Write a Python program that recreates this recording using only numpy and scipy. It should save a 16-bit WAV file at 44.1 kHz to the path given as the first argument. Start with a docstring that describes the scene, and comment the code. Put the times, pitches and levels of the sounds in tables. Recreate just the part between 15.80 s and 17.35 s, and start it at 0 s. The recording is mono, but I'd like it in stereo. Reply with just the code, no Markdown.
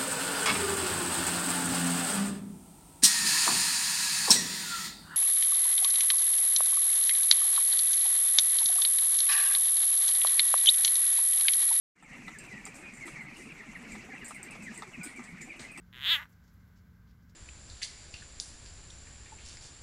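"""A frog's distress cry in the grass

A frog cries once: a slow creak speeds up into a bright wail, then sinks to a rough croak.
Its voice box makes a train of snaps that ring its throat and mouth, brighter as the mouth opens.
Boards and ground give a short echo. Grass rustles faintly, with one soft bump,
over a low outdoor rumble and a distant hum."""
import sys
import numpy as np
from scipy import signal
from scipy.fft import rfft, irfft, next_fast_len
from scipy.io import wavfile
from scipy.ndimage import map_coordinates

SR = 44100
rng = np.random.default_rng(int(sys.argv[2]) if len(sys.argv) > 2 else 0)


def master_out(mix):
    """Clip the mix to full scale and print it as 16-bit PCM to the path in sys.argv[1]."""
    frames = np.transpose(np.atleast_2d(mix))
    ceiling = np.clip(frames, -1, 1)
    pcm = np.round(ceiling * 32767).astype(np.int16)
    wavfile.write(sys.argv[1], SR, pcm)


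N = 68355

# how strongly the mouth rings compared with the throat: t/s, level/dB
MOUTH = [(.128, 0.5), (.2, 1.2), (.225, 6.5), (.26, 10.5), (.296, 12), (.33, 10.5), (.356, 7), (.374, -4),
         (.392, -14.5), (.42, -10.5), (.46, -13.5)]
SHUT_DB, OPEN_DB = -10.5, 10.5  # that level with the mouth nearly shut and wide open


def frog(size=1024):
    """Each snap of the voice box rings throat and mouth; a wider mouth rings brighter and longer."""
    pitch = [(.128, 128.2), (.19, 121.2), (.218, 134.5), (.24, 155.5), (.27, 249.9), (.295, 298),
             (.312, 334.4), (.328, 341.6), (.36, 294.5), (.385, 273.8), (.41, 331.5), (.425, 196.9),
             (.44, 160.3), (.45, 61.2), (.46, 75.3)]  # snaps per second, from the cry's start to its end: t/s, f/Hz
    loudness = [(.128, -59.5), (0.145, -55.5), (0.199, -52), (0.224, -48), (0.258, -42), (.296, -38),
                (.326, -33.5), (.356, -35.5), (0.38, -40), (0.426, -44.5), (.44, -53.5), (.46, -58)]  # strength of the throat's ring: t/s, relative level/dB
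    slides = [(.13, 0.99), (.24, .985), (.31, 1.058), (.35, 0.97), (.375, .93), (.41, 1)]  # how the mouth's ringing tones shift: t/s, ratio to their usual pitch
    colour = [(150, -35, -36.5), (563, -24.5, -27), (1000, -12, -9), (1400, -3.5, -4.5), (1699, 1, -2),
              (2050, 3, 1.5), (2350, -2, -9.5), (2810, 6, -7), (3390, 12, -12.5), (3800, 5, -14),
              (4030, -3.5, -19), (5000, -20, -34.5), (5700, -26.5, -30.5), (6600, -20.5, -33),
              (7710, -21, -29), (8700, -28, -40.5), (10300, -30, -40.5), (11550, -17.5, -31),
              (12700, -17.5, -22.5), (13800, -28.5, -36), (15500, -24.5, -36.5)]  # tone of one snap: f/Hz, mouth wide level/dB, nearly shut level/dB
    pan = [(500, -3), (1100, -9.5), (1450, 0.5), (2000, 10), (2400, -9), (2800, -2), (3400, -12.5),
           (4200, -8), (5500, 4), (6500, -4), (7400, 4.5), (9000, -5), (10200, -1), (11700, -13.5),
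           (12500, -10.5), (15000, -15.5)]  # where the cry is heard: f/Hz, left minus right/dB
    rasp_colour = [(600, -9), (1500, -1.5), (3800, 5), (6000, 5), (14000, 5.5)]  # tone of the air noise on each snap: f/Hz, level/dB
    gain_db, rasp_decay_s = 12.5, .002
    break_s, break_fade_s = .398, .018  # the voice turns rough
    throat_hz, mouth_hz = 2000, 2984  # tones stay put below the first, slide fully above the second
    slack_hz, slack_db = 2593, -15  # a slack voice box snaps softly and loses treble

    # one snap for each cycle of the pitch
    pitch_times, rates = np.transpose(pitch)
    t = np.arange(pitch_times[0], pitch_times[-1], 1 / SR)
    cycles = np.cumsum(np.interp(t, pitch_times, rates)) / SR
    snap_times = np.interp(np.arange(.08, cycles[-1]), cycles, t)

    hz, age = np.fft.rfftfreq(size, 1 / SR), np.arange(size) / SR
    slide_share = np.interp(hz, [throat_hz, mouth_hz], [0, 1])
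    treble = hz ** 4 / (hz ** 4 + slack_hz ** 4)
    out = np.zeros((2, N + size))
    for s in snap_times:
        rate, loud_db, mouth_db, slide = (at_time(c, s) for c in (pitch, loudness, MOUTH, slides))
        opening = (mouth_db - SHUT_DB) / (OPEN_DB - SHUT_DB)
        shifted_hz = hz / slide ** slide_share
        colour_db = opening * at_hz(colour, shifted_hz) + (1 - opening) * at_hz(colour, shifted_hz, 2)
        ring = resonator(amp(colour_db) * sides(at_hz(pan, hz)))

        # a rough voice is less even in timing and has more air noise
        rough = np.clip((s - break_s) / break_fade_s, 0, 1)
        slip_s = rng.standard_normal() * (.00061 + rough * .05) / rate
        flicker_db = rng.standard_normal() * (-.36 + rough * .5)
        rasp = amp(-36 + rough * 13.5) * rng.standard_normal(size) * np.exp(-age / rasp_decay_s)
        breath = rfft(rasp) * amp(at_hz(rasp_colour, hz))

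        start, fraction = divmod((s + slip_s) * SR, 1)
        delay = np.exp(-2j * np.pi * hz * fraction / SR)  # places the snap between two samples
        snap = resonator(amp(rough * slack_db * treble)) * delay
        gain = amp(gain_db + loud_db + flicker_db) * np.sqrt(SR / rate)
        out[:, int(start):int(start) + size] += gain * irfft(ring * (snap + breath))
    return out[:, :N]


def yard_echo(sound, gap_s=.0011):
    """Boards and ground scatter the sound back as a short, blurred echo."""
    echoes = [(500, .14, -3), (2000, .12, -4), (3400, 0.04, -7.5), (4200, .17, -4.5), (6000, 0.14, 0.5),
              (14000, 0.064, -1.5)]  # the echo at each pitch: f/Hz, time to fade by 60 dB/s, level/dB
    hz, t, noise = signal.stft(rng.standard_normal((2, SR // 4)), SR, nperseg=128)
    fade = amp(-60 * t / at_hz(echoes, hz)[:, None])
    tail = signal.istft(noise * fade, SR, nperseg=128)[1]
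    tail *= np.arange(tail.shape[1]) / SR > gap_s
    tail /= np.linalg.norm(tail[0])
    echo = signal.fftconvolve(sound.mean(0)[None], tail, axes=1)[:, :N]
    return filtered(echo, lambda hz: amp(at_hz(echoes, hz, 2)))


def grass(rustle_gain_db=-13, width_octaves=.6):
    """Blades brush past each other in short grainy strokes, each with its own pitch; one soft bump."""
    rustles = [(.175, -55, -9, 7300), (0.496, -57, -10.5, 10680), (0.526, -58, -8.5, 7010),
               (.642, -57, -7, 5800), (.679, -55.5, -7, 5300), (.737, -57.5, 0.5, 11000),
               (.806, -68.5, -16, 7000), (.88, -60.5, -5, 13000), (.967, -59, -8, 5500),
               (.985, -62, 1.5, 5500), (1.279, -58.5, -4.5, 4450), (1.305, -60.5, -5.5, 3800),
               (1.426, -64, -6, 5276), (1.497, -56, -7, 5700)]  # strokes: t/s, relative peak/dB, left minus right/dB, centre f/Hz
    # tone of the rustle, with the recorder's dip at 8-10 kHz: f/Hz, level/dB
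    rustle_colour = [(300, -4.5), (1000, -6), (2500, -3.5), (4000, -9.5), (5200, -5.5), (7600, -11),
                     (8500, -22), (10000, -16), (12000, -9), (15500, -11)]
    bump_colour = [(120, -10.5), (280, 2), (480, -10), (700, -12), (2000, -31.5)]  # dull tone of the bump: f/Hz, level/dB
    brush = stereo_noise(rustle_colour) * amp(3 * wobble(670))  # fast flicker makes it grainy
    out = amp(-62) * swell(.166, fall_s=.03) * stereo_noise(bump_colour)
    size = next_fast_len(N)
    hz, spectrum = np.fft.rfftfreq(size, 1 / SR), rfft(brush, size)
    for s, peak_db, pan_db, centre_hz in rustles:
        octaves = np.log2((hz + 1) / centre_hz)
        band = amp(-8.5) + np.exp(-(octaves / width_octaves) ** 2)
        blade = unit(irfft(spectrum * band, size)[:, :N])
        out += amp(rustle_gain_db + peak_db) * sides(pan_db) * swell(s, fall_s=.018) * blade
    return out


def outdoors():
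    """A low rumble, a faint background wash and hiss, and a wavering hum."""
    rumble_colour = [(20, -21), (35, -14), (52, 1), (105, -0.5), (130, -7), (160, -9.5), (225, -11),
                     (280, -16.5), (350, -28.5), (600, -32.5), (2000, -84.5)]  # tone of the rumble: f/Hz, level/dB
    # tone of the faint wash and hiss, with the recorder's dip at 8-10 kHz: f/Hz, level/dB
    wash_colour = [(150, -22), (400, -7), (700, -9), (1000, -3), (1350, -0.5), (1560, 6), (1800, -6.5),
                   (2100, -3.5), (2500, -15), (5200, -17), (7700, -21.5), (8500, -34.5), (9800, -26.5),
                   (11500, -18.5), (15500, -18.5)]
    hum_tones = [(177.6, -66), (220.7, -75), (446.8, -88.5)]  # the distant hum: f/Hz, level/dB
    pan = [(60, -1), (380, -1.5), (700, -4), (1400, -2), (4400, -4.5), (8000, -8.5), (15000, -1)]  # where the background is heard: f/Hz, left minus right/dB
    t = np.arange(N) / SR
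    rumble = amp(-58 + .4 * wobble(4.5)) * stereo_noise(rumble_colour)
    wash = amp(-68 + .7 * wobble(6)) * stereo_noise(wash_colour)
    hum = np.zeros(N)
    for hz, db in hum_tones:
        gain = np.sqrt(2) * amp(db + 1.4 * wobble(3.7))
        hum += gain * np.sin(2 * np.pi * hz * t + .4 * wobble(7))
    return filtered(rumble + wash + hum, lambda hz: sides(at_hz(pan, hz)))


def stereo_noise(colour):
    """Noise of a given tone, alike on both sides in the bass and unrelated in the treble."""
    likeness = [(60, 0.9), (130, 0.93), (290, 0.89), (640, 0.09), (1410, -0.5), (3100, 0.16), (6820, 0.01),
                (15000, -0.01)]  # how well left and right match: f/Hz, likeness (1 same, -1 opposite)

    def response(hz):
        angle = np.arccos(np.clip(at_hz(likeness, hz), -1, 1)) / 2
        return amp(at_hz(colour, hz)) * [np.cos(angle), np.sin(angle)]

    mid, side = filtered(rng.standard_normal((2, N)), response)
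    return unit(np.array([mid + side, mid - side]))


def resonator(gain):
    """The response of something that rings only after it is struck, from its gain at each frequency."""
    cepstrum = irfft(np.log(np.maximum(gain, 1e-6)))  # the log gains, laid out in time
    half = cepstrum.shape[-1] // 2
    forward_only = np.r_[1, np.full(half - 1, 2), 1, np.zeros(half - 1)]
    return np.exp(rfft(cepstrum * forward_only))


def swell(peak_s, fall_s, rise_s=.006):
    """A level that rises to 1 and dies away."""
    t = np.arange(N) / SR
    return np.exp(-np.maximum((peak_s - t) / rise_s, (t - peak_s) / fall_s))


def wobble(rate):
    """A smooth curve through `rate` random values a second."""
    values = rng.standard_normal(int(N * rate / SR) + 4)
    return map_coordinates(values, [np.arange(N) * rate / SR])


def filtered(x, response):
    """Scale each frequency in x by response(hz)."""
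    size = next_fast_len(N + SR // 2)
    return irfft(rfft(x, size) * response(np.fft.rfftfreq(size, 1 / SR)), size)[..., :N]


def at_time(table, s):
    """Read a table at s seconds."""
    return np.interp(s, *np.transpose(table))


def at_hz(table, hz, column=1):
    """Read a table's column at hz, with octaves evenly spaced."""
    rows = np.array(table, float)
    return np.interp(np.log(hz + 1), np.log(rows[:, 0] + 1), rows[:, column])


def sides(db):
    """Left and right gains, with the left louder by db."""
    return amp(np.array([[.5], [-.5]]) * db)


def amp(db):
    """Decibels to gain."""
    return 10 ** (np.asarray(db) / 20)


def unit(x):
    """Scale to an average (rms) level of 1."""
    return x / np.sqrt(np.mean(x ** 2) + 1e-20)


def scene(beam_db=7):
    """The frog in the grass; its open mouth aims the wail forward, so less of it reaches the boards."""
    around = outdoors() + grass()
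    cry = frog()
    beaming = np.clip(at_time(MOUTH, np.arange(N) / SR) / OPEN_DB, 0, 1)
    return around + cry + yard_echo(cry * amp(-beam_db * beaming))


def record(dry, top_hz=15800):
    """Cut away the very highest treble."""
    return filtered(dry, lambda hz: hz < top_hz)


dry = scene()
out = record(dry)
master_out(out)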